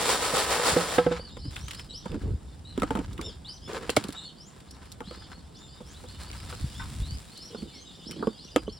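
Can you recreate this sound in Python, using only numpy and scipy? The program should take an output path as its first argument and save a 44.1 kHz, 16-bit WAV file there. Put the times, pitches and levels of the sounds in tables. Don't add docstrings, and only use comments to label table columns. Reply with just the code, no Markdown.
import sys
import numpy as np
from scipy import signal
from scipy.fft import rfft, irfft, next_fast_len
from scipy.io import wavfile
from scipy.ndimage import map_coordinates

SR = 44100
rng = np.random.default_rng(int(sys.argv[2]) if len(sys.argv) > 2 else 0)


def log_audio(samples):
    frames = np.atleast_2d(samples).T
    limited = np.clip(frames, -1, 1)
    pcm = np.round(limited * 32767).astype(np.int16)
    wavfile.write(sys.argv[1], SR, pcm)


N = 387638

# frequency in Hz, relative density in dB per Hz.
GRANULE_HISS = [(1500, 1), (4000, 3), (7500, -0.5), (10000, -3), (12000, -9), (16000, -9)]
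# frequency in Hz, relative density in dB per Hz.
PLASTIC_CLACK = [(300, -24), (700, 6.5), (1300, 19.5), (2000, 10.5), (3600, 3), (5500, -43), (12000, -86)]
# frequency in Hz, relative density in dB per Hz.
CONTACT_SNAP = [(900, -15.5), (1900, -3.5), (3300, -2.5), (4800, -22.5), (9000, -24.5)]


def amp(db):
    return 10 ** (np.asarray(db) / 20)


def unit(x):
    return x / np.sqrt(np.mean(x ** 2) + 1e-20)


def crest(x):
    return x / (np.abs(x).max() + 1e-20)


def along(points, hz):
    f, v = np.transpose(points)
    return np.interp(np.log(hz + 1), np.log(f + 1), v)


def curves(rows):
    s, *cols = np.transpose(rows)
    return [np.interp(np.arange(N) / SR, s, c) for c in cols]


def wobble(rate, size=N):
    knots = rng.standard_normal(int(size * rate / SR) + 4)
    return map_coordinates(knots, [np.arange(size) * rate / SR])


def coloured(x, gain_db):
    size = x.shape[-1]
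    m = 2 * next_fast_len(size // 2 + 2048)
    cep = irfft(np.log(amp(gain_db(np.fft.rfftfreq(m, 1 / SR))) + 1e-6))
    cep[1:m // 2] *= 2
    cep[m // 2 + 1:] = 0
    return irfft(rfft(x, m) * np.exp(rfft(cep)), m)[..., :size]


def shaped(x, spectrum):
    return coloured(x, lambda hz: along(spectrum, hz))


def spread(pair, side_db):
    return pair[0] + amp(side_db) * np.array([pair[1], -pair[1]])


def panned(x, pan_db):
    return x * amp([[pan_db / 2], [-pan_db / 2]])


def add(track, s, sound):
    start = max(0, round(s * SR))
    part = track[..., start:start + sound.shape[-1]]
    part += sound[..., :part.shape[-1]]


def swells(rows, attack_s, release_s, rest_db):
    t = np.arange(N) / SR
    power = amp(rest_db) ** 2
    for s, length, db in rows:
        rise = np.clip((t - s) / attack_s, 0, 1)
        fall = np.exp(-np.clip((t - s - length) / release_s, 0, 20))
        power = power + (amp(db) * rise * fall) ** 2
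    return np.sqrt(power)


def grains(rate, size_db, side_db):
    hit = rng.random(N) < rate / SR
    size = amp(size_db * np.minimum(rng.exponential(size=N), 4))
    return spread(hit * size * rng.standard_normal((2, N)), side_db)


def burst(t, spectrum, t60):
    decay = amp(-60 * t / max(t60, .001))
    noise = rng.standard_normal((2, len(t))) * decay * (1 - np.exp(-t / 0.00011))
    grit = amp(2.9 * wobble(350, size=SR // 3)[:len(t)])
    return spread(crest(shaped(noise * grit, spectrum)), side_db=4.5)


def mode(t, hz, t60):
    return np.sin(2 * np.pi * hz * t) * amp(-60 * t / max(t60, .002))


def yard(x):
    # frequency in Hz, t60 in seconds.
    yard_decay = [(100, 0.16), (1000, 0.042), (4000, 0.13), (12000, 0.072)]
    hz, t, z = signal.stft(rng.standard_normal((2, SR // 2)), SR, nperseg=256)
    decay = amp(-60 * t / along(yard_decay, hz)[:, None])
    tail = signal.istft(z * decay, SR, nperseg=256)[1]
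    return signal.fftconvolve(np.atleast_2d(x), tail / np.linalg.norm(tail[0]), axes=1)[:, :N]


def grove(x):
    t60_s = .28
    t = np.arange(SR // 2) / SR
    tail = rng.standard_normal((2, len(t))) * amp(-60 * t / t60_s)
    return signal.fftconvolve(x[None], tail / np.linalg.norm(tail[0]), axes=1)[:, :N]


def echoes(x, count=7):
    out = np.zeros((2, N))
    for side in out:
        for delay, strength in rng.random((count, 2)):
            add(side, .003 + .04 * delay, (.08 + .16 * strength) * x)
    return out + amp(-2.5) * grove(x)


def pour():
    # crest in seconds, relative hiss and rattle levels in dB.
    shakes = [(0.0, -27.5, -34), (0.104, -22.5, -27.5), (0.251, -26.5, -31.5), (0.38, -24, -28.5),
              (0.526, -25.5, -29.5), (.59, -44, -36), (0.677, -21.5, -27), (.79, -31, -32), (.94, -33, -38)]
    # frequency in Hz, relative density in dB per Hz.
    rattle_spectrum = [(60, -49), (150, -17), (300, -2.5), (500, 0.5), (700, -1.5), (1200, 0), (2200, -7),
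                       (3500, -12), (5200, -11), (7000, -37), (10000, -45)]
    # frequency in Hz, width in Hz, boost in dB.
    hollow = [(480, 150, 7), (805, 70, 6.5), (1005, 48, 7), (1296, 29, 5.5), (1827, 81, 5.5),
              (3620, 100, 7)]
    steady_hiss_db, steady_rattle_db = -34, -36.5
    rise_s, fall_s = 0.037, 0.05
    empty_s = .97
    rattle_settle, hiss_settle = 120, 230
    t = np.arange(N) / SR
    hiss_power, rattle_power = amp(steady_hiss_db) ** 2, amp(steady_rattle_db) ** 2
    for s, hiss_db, rattle_db in shakes:
        distance = np.maximum((s - t) / rise_s, (t - s) / fall_s)
        wave = np.exp(-np.minimum(distance ** 2, 20))
        hiss_power = hiss_power + amp(hiss_db) ** 2 * wave
        rattle_power = rattle_power + amp(rattle_db) ** 2 * wave

    def tub_db(hz):
        peaks = sum(db / (1 + (2 * (hz - c) / w) ** 2) for c, w, db in hollow)
        return along(rattle_spectrum, hz) + peaks

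    fine = grains(rate=3400, size_db=-1.7, side_db=-27.0)
    lumps = np.tanh(grains(rate=160, size_db=7.0, side_db=2.5))
    rattle = unit(unit(coloured(fine, tub_db)) + amp(-5) * unit(coloured(lumps, tub_db)))
    hiss = unit(shaped(grains(rate=6000, size_db=0.3, side_db=6.0), GRANULE_HISS))
    settling = np.maximum(t - empty_s, 0)
    rattle_gain = np.sqrt(rattle_power) * amp(-rattle_settle * settling)
    hiss_gain = np.sqrt(hiss_power) * amp(-1.0 - hiss_settle * settling)
    return rattle_gain * rattle + hiss_gain * hiss


def stirred_soil():
    # start in seconds, length in seconds, relative crunch and hiss in dB.
    stirs = [(1.014, 0.087, -42.5, -60), (1.502, .29, -62, -61.5), (2.037, 0.12, -55, -70),
             (2.753, 0.5, -58, -70), (3.673, 0.14, -48, -61.5), (3.84, 0.2, -47.5, -62),
             (4.47, 0.33, -64.5, -81), (4.733, 0.13, -57, -73), (5.06, .12, -56.5, -72),
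             (5.197, 0.26, -63, -91), (6.135, 0.42, -56, -79)]
    # time in seconds, relative flow in dB.
    trickle = [(5.45, -86), (5.9, -65.5), (6.3, -58.5), (7.05, -58), (7.55, -66), (8.2, -75)]
    # frequency in Hz, relative density in dB per Hz.
    crunch_spectrum = [(200, -17), (500, 6.5), (1350, 11), (2200, 2), (4500, -2.5), (7000, -7.5),
                       (12000, -51)]
    attack_s, release_s = 0.012, 0.084
    crunch_rest_db, hiss_rest_db = -69, -72
    trickle_crunch_db, fill_db_per_s = 5, 7
    strokes = np.array(stirs)
    flow_db, = curves(trickle)
    filling_s = np.maximum(np.arange(N) / SR - trickle[0][0], 0)
    trickle_crunch = amp(flow_db + trickle_crunch_db - fill_db_per_s * filling_s)
    stroke_crunch = swells(strokes[:, [0, 1, 2]], attack_s, release_s, crunch_rest_db)
    crunch_gain = np.hypot(stroke_crunch, trickle_crunch)
    stroke_hiss = swells(strokes[:, [0, 1, 3]], attack_s, release_s, hiss_rest_db)
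    hiss_gain = np.hypot(stroke_hiss, amp(flow_db))
    crunch = unit(shaped(grains(rate=1100, size_db=2.2, side_db=-3), crunch_spectrum))
    crunch = unit(crunch + yard(crunch[0]))
    hiss = unit(shaped(grains(rate=4000, size_db=2.5, side_db=0), GRANULE_HISS))
    strays = unit(shaped(grains(rate=19, size_db=-7.0, side_db=30.0), GRANULE_HISS))
    unevenness = amp(3.5 * wobble(40) + 2 * wobble(9))
    fine = np.sqrt(unevenness) * hiss + amp(-1.5) * strays
    return crunch_gain * unevenness * crunch + amp(7) * hiss_gain * fine


def shifting():
    # start in seconds, length in seconds, relative rumble and scrape levels in dB.
    drag_rows = [(1.358, 0.32, -42, -62), (2.091, 0.082, -33.5, -44), (2.208, 0.12, -28.5, -43),
                 (2.758, 0.37, -36.5, -56), (3.1, 0.19, -45, -52.5), (3.656, 0.45, -49, -53),
                 (6.592, 0.08, -33, -72), (6.763, 0.408, -35.5, -78), (7.56, 0.099, -48.5, -49),
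                 (8.051, 0.25, -56, -48), (8.54, 0.19, -42.5, -76)]
    # time in seconds, relative level in dB.
    distant = [(0, -47.5), (1.2, -46), (1.9, -47.5), (3.2, -44.5), (4.25, -59.5), (5.0, -49), (5.8, -51.5),
               (6.45, -41), (7.4, -59.5), (8.79, -56.5)]
    # frequency in Hz, relative density in dB per Hz.
    rumble_spectrum = [(20, -56), (31, 0.5), (45, -4.5), (65, 2), (100, -5), (170, -14.5), (300, -23),
                       (900, -74.5)]
    # frequency in Hz, relative density in dB per Hz.
    scrape_spectrum = [(60, -39), (150, 12.5), (300, 8), (500, 1.5), (750, -22), (1500, -20.5), (4000, -65)]
    attack_s, release_s = 0.021, 0.022
    drags = np.array(drag_rows)
    distant_db, = curves(distant)
    drag_gain = swells(drags[:, [0, 1, 2]], attack_s, release_s, rest_db=-64)
    rumble_gain = np.hypot(drag_gain, amp(distant_db + 2.0))
    scrape_gain = swells(drags[:, [0, 1, 3]], attack_s, release_s, rest_db=-61.5)
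    rumble = unit(shaped(spread(rng.standard_normal((2, N)), side_db=-3.5), rumble_spectrum))
    scrape = unit(shaped(grains(rate=650, size_db=2.0, side_db=-0.5), scrape_spectrum))
    return rumble_gain * rumble + amp(3.5) * scrape_gain * panned(scrape, pan_db=-11.0)


def open_air():
    # frequency in Hz, relative density in dB per Hz.
    air_spectrum = [(28, -25), (60, -10), (170, -1.5), (350, -19), (800, -17), (2200, -31.5), (4500, -33),
                    (8000, -34.5), (16000, -51.5)]
    noise = spread(rng.standard_normal((2, N)), side_db=4.5)
    return amp(-51.0) * unit(shaped(noise, air_spectrum))


def whistle(length, start_hz, end_hz, bow):
    close_hz, close_s = 2972, .028
    under_hz, under_follows = 2710, 0.19
    length = np.clip(length, .02, .2)
    t = np.arange(int((length + close_s) * SR)) / SR
    u, after = np.minimum(t / length, 1), np.maximum(t - length, 0)
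    waver, rasp, flutter = [wobble(rate, size=SR // 4)[:len(t)] for rate in (600, 700, 80)]
    middle_hz = (start_hz + end_hz) / 2 * (1 + bow)
    arch = np.polyval(np.polyfit([0, .5, 1], [start_hz, middle_hz, end_hz], 2), u)
    hz = arch * (close_hz / end_hz) ** (after / close_s) * (1 + .013 * waver)
    second_hz = under_hz * (hz / under_hz) ** under_follows
    phase, under = 2 * np.pi * np.cumsum([hz, second_hz], axis=1) / SR
    octave = amp(np.interp(middle_hz, [3650, 4250], [-11, -22])) * np.sin(2 * phase)
    voice = np.sin(phase) + octave + amp(-14.5) * np.sin(under)
    swell = np.interp(t / length, [0, .1, .6, 1, t[-1] / length], [0, .6, 1.1, .45, .1])
    rough = unit(voice * amp(3 * rasp + 3.5 * flutter))
    return swell * signal.windows.tukey(len(t), .1) * rough


def flock(count=800):
    # start in seconds, length in seconds, level in dB.
    bouts = [(1.28, .8, -58), (5.05, 0.2, -56.5), (5.55, 0.25, -60), (6.08, 0.41, -56.5), (6.5, 0.34, -58),
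             (7.35, 1.16, -55.5)]
    notes = []
    for pitch, slope in rng.random((90, 2)):
        start_hz = 2900 + 2400 * pitch
        notes.append(whistle(.05, start_hz, start_hz * (.88 + .3 * slope), bow=.02))
    out = np.zeros(N)
    for when, which in rng.random((count, 2)):
        add(out, when * N / SR, notes[int(which * len(notes))])
    gain = swells(bouts, attack_s=0.0077, release_s=0.047, rest_db=-68)
    return gain * unit(grove(out) + out / 2)


def raps():
    # frequency in Hz, relative level in dB, t60 in seconds at full ring.
    tub_modes = [(172.5, -14.5, 0.28), (281, 4, 0.033), (341, 0.5, 0.052), (489.9, -1.5, 0.16),
                 (497, -1.5, 0.14), (741, -4, 0.06), (842, -6.5, 0.074), (1302, -17, 0.16),
                 (1570, -14.5, 0.071), (2650, -19, 0.033), (3720, -16.5, 0.033)]
    # time in seconds, relative level in dB, hardness in dB per octave, share of the full ring.
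    rap_rows = [(.337, -17.5, -0.5, 0.24), (.596, -19, 1, 0.29), (0.72, -20, -9, 0.3),
                (.764, -9, -3.5, 0.98), (0.982, -7.5, 1, 1.07), (1.064, -10.5, -2.5, 0.75),
                (1.111, -18.5, -3, 1.3), (1.117, -25.5, 2.5, 1.2), (1.194, -31, 1.5, 0.35)]
    out, t = np.zeros((2, N)), np.arange(SR // 3) / SR
    for s, db, hardness_db, length in rap_rows:
        ring = 0
        for hz, level, t60 in tub_modes:
            tilt_db = hardness_db * np.log2(hz / 500)
            gain = amp(level + tilt_db + rng.normal(0, 1, (2, 1)))
            ring = ring + gain * mode(t, hz, t60 * length)
        ring = crest(ring * (1 - np.exp(-t / 0.002)))
        clack = amp(-9.0 + 2 * hardness_db) * burst(t, PLASTIC_CLACK, t60=0.05)
        add(out, s, amp(db - 2.5) * (panned(ring, pan_db=-6.5) + clack))
    return out


def bumps():
    # time in seconds, peak in dB, frequency in Hz.
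    bump_rows = [(0.728, -27.5, 88), (1.478, -28, 110), (1.638, -27.5, 77), (2.24, -30, 97.5),
                 (2.345, -20, 74.5), (3.974, -23.5, 118), (5.075, -35.5, 190), (6.624, -23, 54.7),
                 (6.642, -20, 114), (6.998, -20, 68.5), (7.018, -16, 58), (7.12, -26.5, 92),
                 (8.203, -31.5, 232)]
    out, t = np.zeros(N), np.arange(SR // 4) / SR
    for s, db, hz in bump_rows:
        swing = mode(t, hz, t60=0.036) * (1 - np.exp(-t / 0.0069))
        add(out, s, amp(db) * crest(swing))
    return out


def birds_and_squeak():
    # start in seconds, length in seconds before the closing glide, start pitch in Hz,
    # end pitch in Hz, share by which the middle bends up, relative level in dB.
    gliding_rows = [(1.159, 0.13, 3815, 4105, 0.19, -50), (1.297, 0.065, 3250, 3790, 0.05, -55.5),
                    (1.37, 0.044, 4450, 5280, 0.051, -56), (1.394, 0.1, 3750, 5270, 0.05, -52),
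                    (1.598, 0.1, 5220, 6730, .02, -51), (1.757, .06, 4540, 5210, 0.071, -53),
                    (1.888, 0.045, 3900, 3800, .02, -48), (1.921, 0.084, 3750, 6000, 0.088, -46),
                    (2.644, .093, 3720, 3890, 0.078, -51), (3.21, .083, 3120, 3405, 0.12, -46),
                    (3.227, 0.093, 5070, 4290, .14, -49.5), (3.441, 0.12, 3130, 6240, 0.051, -45.5),
                    (3.611, 0.088, 3180, 3480, 0.022, -56), (3.613, .07, 4800, 5250, .02, -56),
                    (4.145, 0.075, 3527, 4120, 0.021, -45.5), (4.228, 0.056, 4000, 4340, 0.044, -46),
                    (4.152, 0.15, 3230, 3010, 0.19, -51.5), (4.36, .13, 4320, 7550, -0.072, -55),
                    (4.674, 0.061, 3100, 5770, 0.15, -55.5), (5.03, 0.12, 2660, 4370, 0.21, -55.5),
                    (5.166, 0.097, 4960, 4670, 0.013, -61.5), (5.321, 0.066, 3900, 4430, 0.04, -59),
                    (5.543, 0.05, 3560, 7000, 0.044, -56), (5.585, 0.13, 6900, 7460, 0.014, -64),
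                    (5.544, 0.14, 3250, 3490, 0.073, -61), (5.675, 0.088, 4100, 4950, 0.044, -58.5),
                    (5.845, 0.086, 4910, 7700, -0.073, -56), (5.935, .075, 3160, 4100, .08, -58.5),
                    (6.052, .095, 2890, 4570, 0.17, -57), (6.194, 0.11, 3960, 4620, 0.025, -56),
                    (6.519, 0.11, 3700, 4460, 0.064, -57), (6.742, .07, 4800, 5160, 0.056, -55.5),
                    (6.744, 0.091, 3195, 3570, 0.063, -51), (6.997, .17, 3200, 5130, 0.028, -51),
                    (7.269, 0.13, 3550, 4900, 0.042, -57.5), (7.346, 0.14, 3180, 5680, 0.16, -49),
                    (7.55, .065, 4000, 4700, .02, -55), (7.715, 0.13, 4430, 6350, 0.096, -53.5),
                    (7.689, 0.13, 4070, 3970, 0.098, -57.5), (7.849, 0.088, 3850, 3560, .01, -56.5),
                    (7.715, 0.081, 2430, 2110, -.04, -63), (8.011, 0.056, 3210, 4330, -0.053, -57),
                    (8.055, 0.058, 4580, 5760, 0.045, -50), (8.103, 0.016, 1834, 3100, -0.042, -49),
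                    (8.157, 0.044, 3050, 3400, 0.044, -57), (8.276, 0.077, 4380, 4670, .02, -59),
                    (8.367, 0.13, 3160, 6290, 0.12, -53.5), (8.46, 0.051, 2990, 2890, -0.04, -60),
                    (8.502, .12, 4900, 4920, -0.019, -55), (8.663, 0.025, 3010, 3490, -0.058, -50),
                    (8.686, .085, 3770, 5320, 0.17, -51)]
    out = np.zeros(N)
    for s, length, start_hz, end_hz, bow, db in gliding_rows:
        add(out, s, amp(db) * whistle(length, start_hz, end_hz, bow))
    return amp(-1) * panned(out, pan_db=1.5) + echoes(out)


def knocks():
    # time in seconds, relative level in dB, main frequency in Hz,
    # wood in dB, hardness in dB, main t60 in seconds, low mode in Hz, its level in dB,
    # ring of the thing struck in Hz, its level in dB. The part levels are relative.
    knock_rows = [(1.369, -37.5, 462, -17, -9.5, 0.035, 252, -11, 1017, -7.5),
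                  (1.453, -36.5, 272, -32, -17, 0.069, 139, -7, 1000, -29),
                  (2.057, -32.5, 499, -1.5, -14.5, 0.046, 197, -0.5, 925, -7.5),
                  (2.143, -27.5, 302, -16, -20, 0.091, 150, -17, 1450, -19),
                  (2.777, -23, 364, -8.5, -15.5, 0.046, 268, -3, 1450, -31),
                  (2.82, -27, 420, 2, -5, 0.03, 210, 3.5, 1310, 3),
                  (2.832, -20, 495, -9, -13, 0.024, 298, -3, 1250, -6),
                  (2.906, -27, 483, -0.5, -9.5, 0.079, 280, 2.5, 880, 2),
                  (2.952, -25, 327, -4.5, -12.5, .03, 210, -2, 905, -7.5),
                  (2.972, -27.5, 328, -7, -14.5, 0.033, 191, -7, 897, -7),
                  (2.99, -22.5, 285, -14, -19.5, 0.044, 168, -20, 890, -21),
                  (3.191, -29.5, 326, -3.5, -27, 0.061, 163, -14, 1130, -13),
                  (3.894, -21.5, 485, -21, -7.5, 0.032, 320, -9.5, 2720, -5.5),
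                  (3.968, -12, 615, -16, -9.5, 0.024, 295, -8, 2253, -9.5),
                  (4.046, -30.5, 332, -15, -23, 0.022, 195, -3, 1100, -25),
                  (4.09, -25.5, 317, -33, -22, 0.013, 280, -14, 1120, -28),
                  (5.005, -34.5, 494, -2.5, -8.5, 0.052, 269, -4, 863, -6.5),
                  (5.11, -37, 494, -13, -8.5, 0.065, 250, -14, 1310, -13),
                  (5.804, -40.5, 495, -5, -18, 0.093, 209, 0.5, 864, -12),
                  (6.037, -43.5, 498, -3, -24, 0.092, 252, -6, 800, -9),
                  (6.526, -42, 487, 3, -2, 0.065, 250, -21, 1450, -2),
                  (7.547, -29.5, 442, -9, -21, 0.029, 228, -7, 1030, -19),
                  (7.621, -36.5, 352, -12, -17, 0.093, 212, 7.5, 900, -22),
                  (8.226, -25, 410, -1.5, -35, 0.036, 233, -13, 1420, -21),
                  (8.271, -18.5, 452, -14.5, -24.5, 0.045, 223, -2.5, 1123, -15),
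                  (8.561, -13.5, 520, -16, -10, 0.032, 303, -2.5, 1260, -12),
                  (8.679, -25, 423, -26, -34, 0.035, 218, -9, 1120, -20.5)]
    # multiple of the main frequency, relative level in dB, share of the t60.
    knock_modes = [(.74, -8, 1.1), (1, 0, .85), (1.14, -6, .7), (1.36, -13, .55), (1.8, -20, .45)]
    # frequency in Hz, relative density in dB per Hz.
    crack_spectrum = [(1500, 8), (4000, -6.5), (7500, -4.5), (10000, -12), (12000, -17), (16000, -26)]
    wood_spectrum = [(400, -43), (700, 7.0), (1400, 7.0), (2100, -21), (5000, -33)]  # (Hz, dB per Hz)
    low_lag_s, low_rise_s, low_t60_s = 0.0034, 0.0013, 0.048
    ring_t60_s = 0.059
    out, t = np.zeros((2, N)), np.arange(SR // 4) / SR
    late = np.maximum(t - low_lag_s, 0)
    for s, db, hz, wood_db, hardness_db, t60, low_hz, low_db, ring_hz, ring_db in knock_rows:
        body = 0
        for ratio, level, share in knock_modes:
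            gain = amp(level + rng.normal(0, 1))
            body = body + gain * mode(t, hz * ratio * rng.normal(1, .03), t60 * share)
        body = crest(body * (1 - np.exp(-t / 0.0053)))
        low = crest(mode(late, low_hz, low_t60_s) * (1 - np.exp(-late / low_rise_s)))
        thud = panned(body + amp(low_db) * low, pan_db=-8.5)
        wood = amp(wood_db - 1.5) * burst(t, wood_spectrum, t60=0.083)
        ring = mode(t, ring_hz, ring_t60_s * np.sqrt(1000 / ring_hz)) * (1 - np.exp(-t / 0.00081))
        ring = amp(ring_db + 2.0) * ring
        clack = amp(hardness_db + 7.0) * burst(t, CONTACT_SNAP, t60=0.013)
        crack = amp(hardness_db + 6.0) * burst(t, crack_spectrum, t60=0.031)
        contact = panned(clack + crack, pan_db=2.0)
        add(out, s, amp(db) * (thud + panned(wood + ring, pan_db=0.0) + contact))
    return out


def ticks():
    # time in seconds, relative level in dB, relative body in dB.
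    tick_rows = [(1.5645, -36, 4.5), (1.682, -30.5, -4), (1.709, -30.5, -3), (1.7342, -35, -8),
                 (1.747, -33.5, -5.5), (1.7942, -39.5, 2.5), (2.117, -44, 0.5), (2.798, -36, -4),
                 (3.1298, -39, -13), (3.1785, -40, -1), (3.212, -27.5, -8), (3.9013, -14.5, -20),
                 (3.9647, -12.5, -14), (4.0391, -25, -11.5), (4.084, -30.5, -20), (4.104, -36, -9),
                 (4.1246, -32, -14), (4.603, -44, -10), (4.709, -34.5, -30), (4.856, -48, -6),
                 (4.918, -30, -26), (6.146, -48, -5), (6.233, -34.5, -20), (6.3015, -50, 6),
                 (6.329, -45, 5), (6.401, -46, 1), (7.3748, -32, -34), (8.1105, -26.5, -15),
                 (8.117, -35, -10)]
    # frequency in Hz, relative density in dB per Hz.
    tick_spectrum = [(1500, -26), (4000, 6.5), (7500, -0.5), (10000, -1.5), (12000, -4), (16000, -9.5)]
    ping_hz, ping_t60_s = 2930, 0.033
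    out, t = np.zeros((2, N)), np.arange(SR // 5) / SR
    for s, db, body_db in tick_rows:
        spots = rng.standard_normal(5)
        ping = crest(sum(mode(t, ping_hz * np.exp(0.247 * spot), ping_t60_s) for spot in spots))
        clack = amp(-9.0) * burst(t, PLASTIC_CLACK, t60=0.11)
        snap = amp(2.5) * burst(t, CONTACT_SNAP, t60=0.027)
        body = clack + snap + amp(-1.5) * ping
        add(out, s, amp(db - 4.0) * (burst(t, tick_spectrum, t60=0.03) + amp(body_db + 5.0) * body))
    return out


def slides():
    # start in seconds, length in seconds, level in dB,
    # frequency in Hz of the scoop's hollow, which shifts with the grip.
    slide_rows = [(2.115, .06, -42.5, 470), (2.235, 0.075, -47, 428), (2.835, 0.027, -49, 520),
                  (2.94, 0.09, -40.5, 476), (3.193, .13, -47.5, 457), (3.672, .12, -38.5, 448),
                  (3.76, 0.115, -45.5, 457), (7.498, 0.052, -50, 463), (8.155, 0.085, -42.5, 330)]
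    # frequency in Hz, relative density in dB per Hz.
    scoop_spectrum = [(150, -19), (320, 1), (450, 14), (560, 1.5), (750, -7), (1050, -9.5), (1500, -21),
                      (2100, -16.5), (5000, -34), (12000, -64)]
    out, contacts = np.zeros((2, N)), grains(rate=1400, size_db=-1.0, side_db=-9.0)
    for s, length, db, hollow_hz in slide_rows:
        window = signal.windows.tukey(int(max(length, .02) * SR), .5)
        stretch = scoop_spectrum[2][0] / hollow_hz
        rough = contacts[:, int(s * SR):][:, :len(window)]
        rub = coloured(rough, lambda hz: along(scoop_spectrum, hz * stretch))
        add(out, s, amp(db) * window * unit(rub))
    return out


def pot_clink():
    # frequency in Hz, relative level in dB, t60 in seconds.
    pot_modes = [(920, -3, 0.24), (1052, -4, 0.32), (1515, 5, 0.1), (1970, 4, 0.07), (2410, -16, .1)]
    out, t = np.zeros((2, N)), np.arange(SR // 5) / SR
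    clink = sum(amp(level) * mode(t, hz, t60) for hz, level, t60 in pot_modes)
    clink = crest(clink * (1 - np.exp(-t / 0.004)))
    add(out, 6.795, amp(-33.0) * (clink + amp(-1.5) * burst(t, PLASTIC_CLACK, t60=0.35)))
    return out


def scene():
    near = pour() + raps() + knocks() + ticks() + pot_clink()
    work = near + amp(-12.0) * yard(near) + stirred_soil() + slides() + shifting() + bumps()
    return work + birds_and_squeak() + flock() + open_air()


def record(dry):
    # frequency in Hz, gain in dB.
    mid_colour = [(22, -12), (48, 0), (5200, 2.5), (6150, -1), (6600, -5), (7100, 4.5), (10800, 4),
                  (11700, -0.5), (12800, -55), (13800, 0), (14800, 1)]
    # frequency in Hz, gain in dB.
    side_colour = [(100, -10), (300, -8), (600, -1), (3000, -9), (6200, -6.5), (7600, -1), (9200, -64),
                   (10800, -2), (12500, 1.5), (15000, -5)]
    top_hz = 16100
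    mid = shaped((dry[0] + dry[1]) / 2, mid_colour)
    side = shaped((dry[0] - dry[1]) / 2, side_colour)
    pair = np.array([mid + side, mid - side])
    pair = pair / (1 + (pair / .5) ** 6) ** (1 / 6)
    m = next_fast_len(N + SR // 2)
    kept = np.fft.rfftfreq(m, 1 / SR) < top_hz
    return irfft(rfft(pair, m) * kept, m)[:, :N]


dry = scene()
out = record(dry)
log_audio(out)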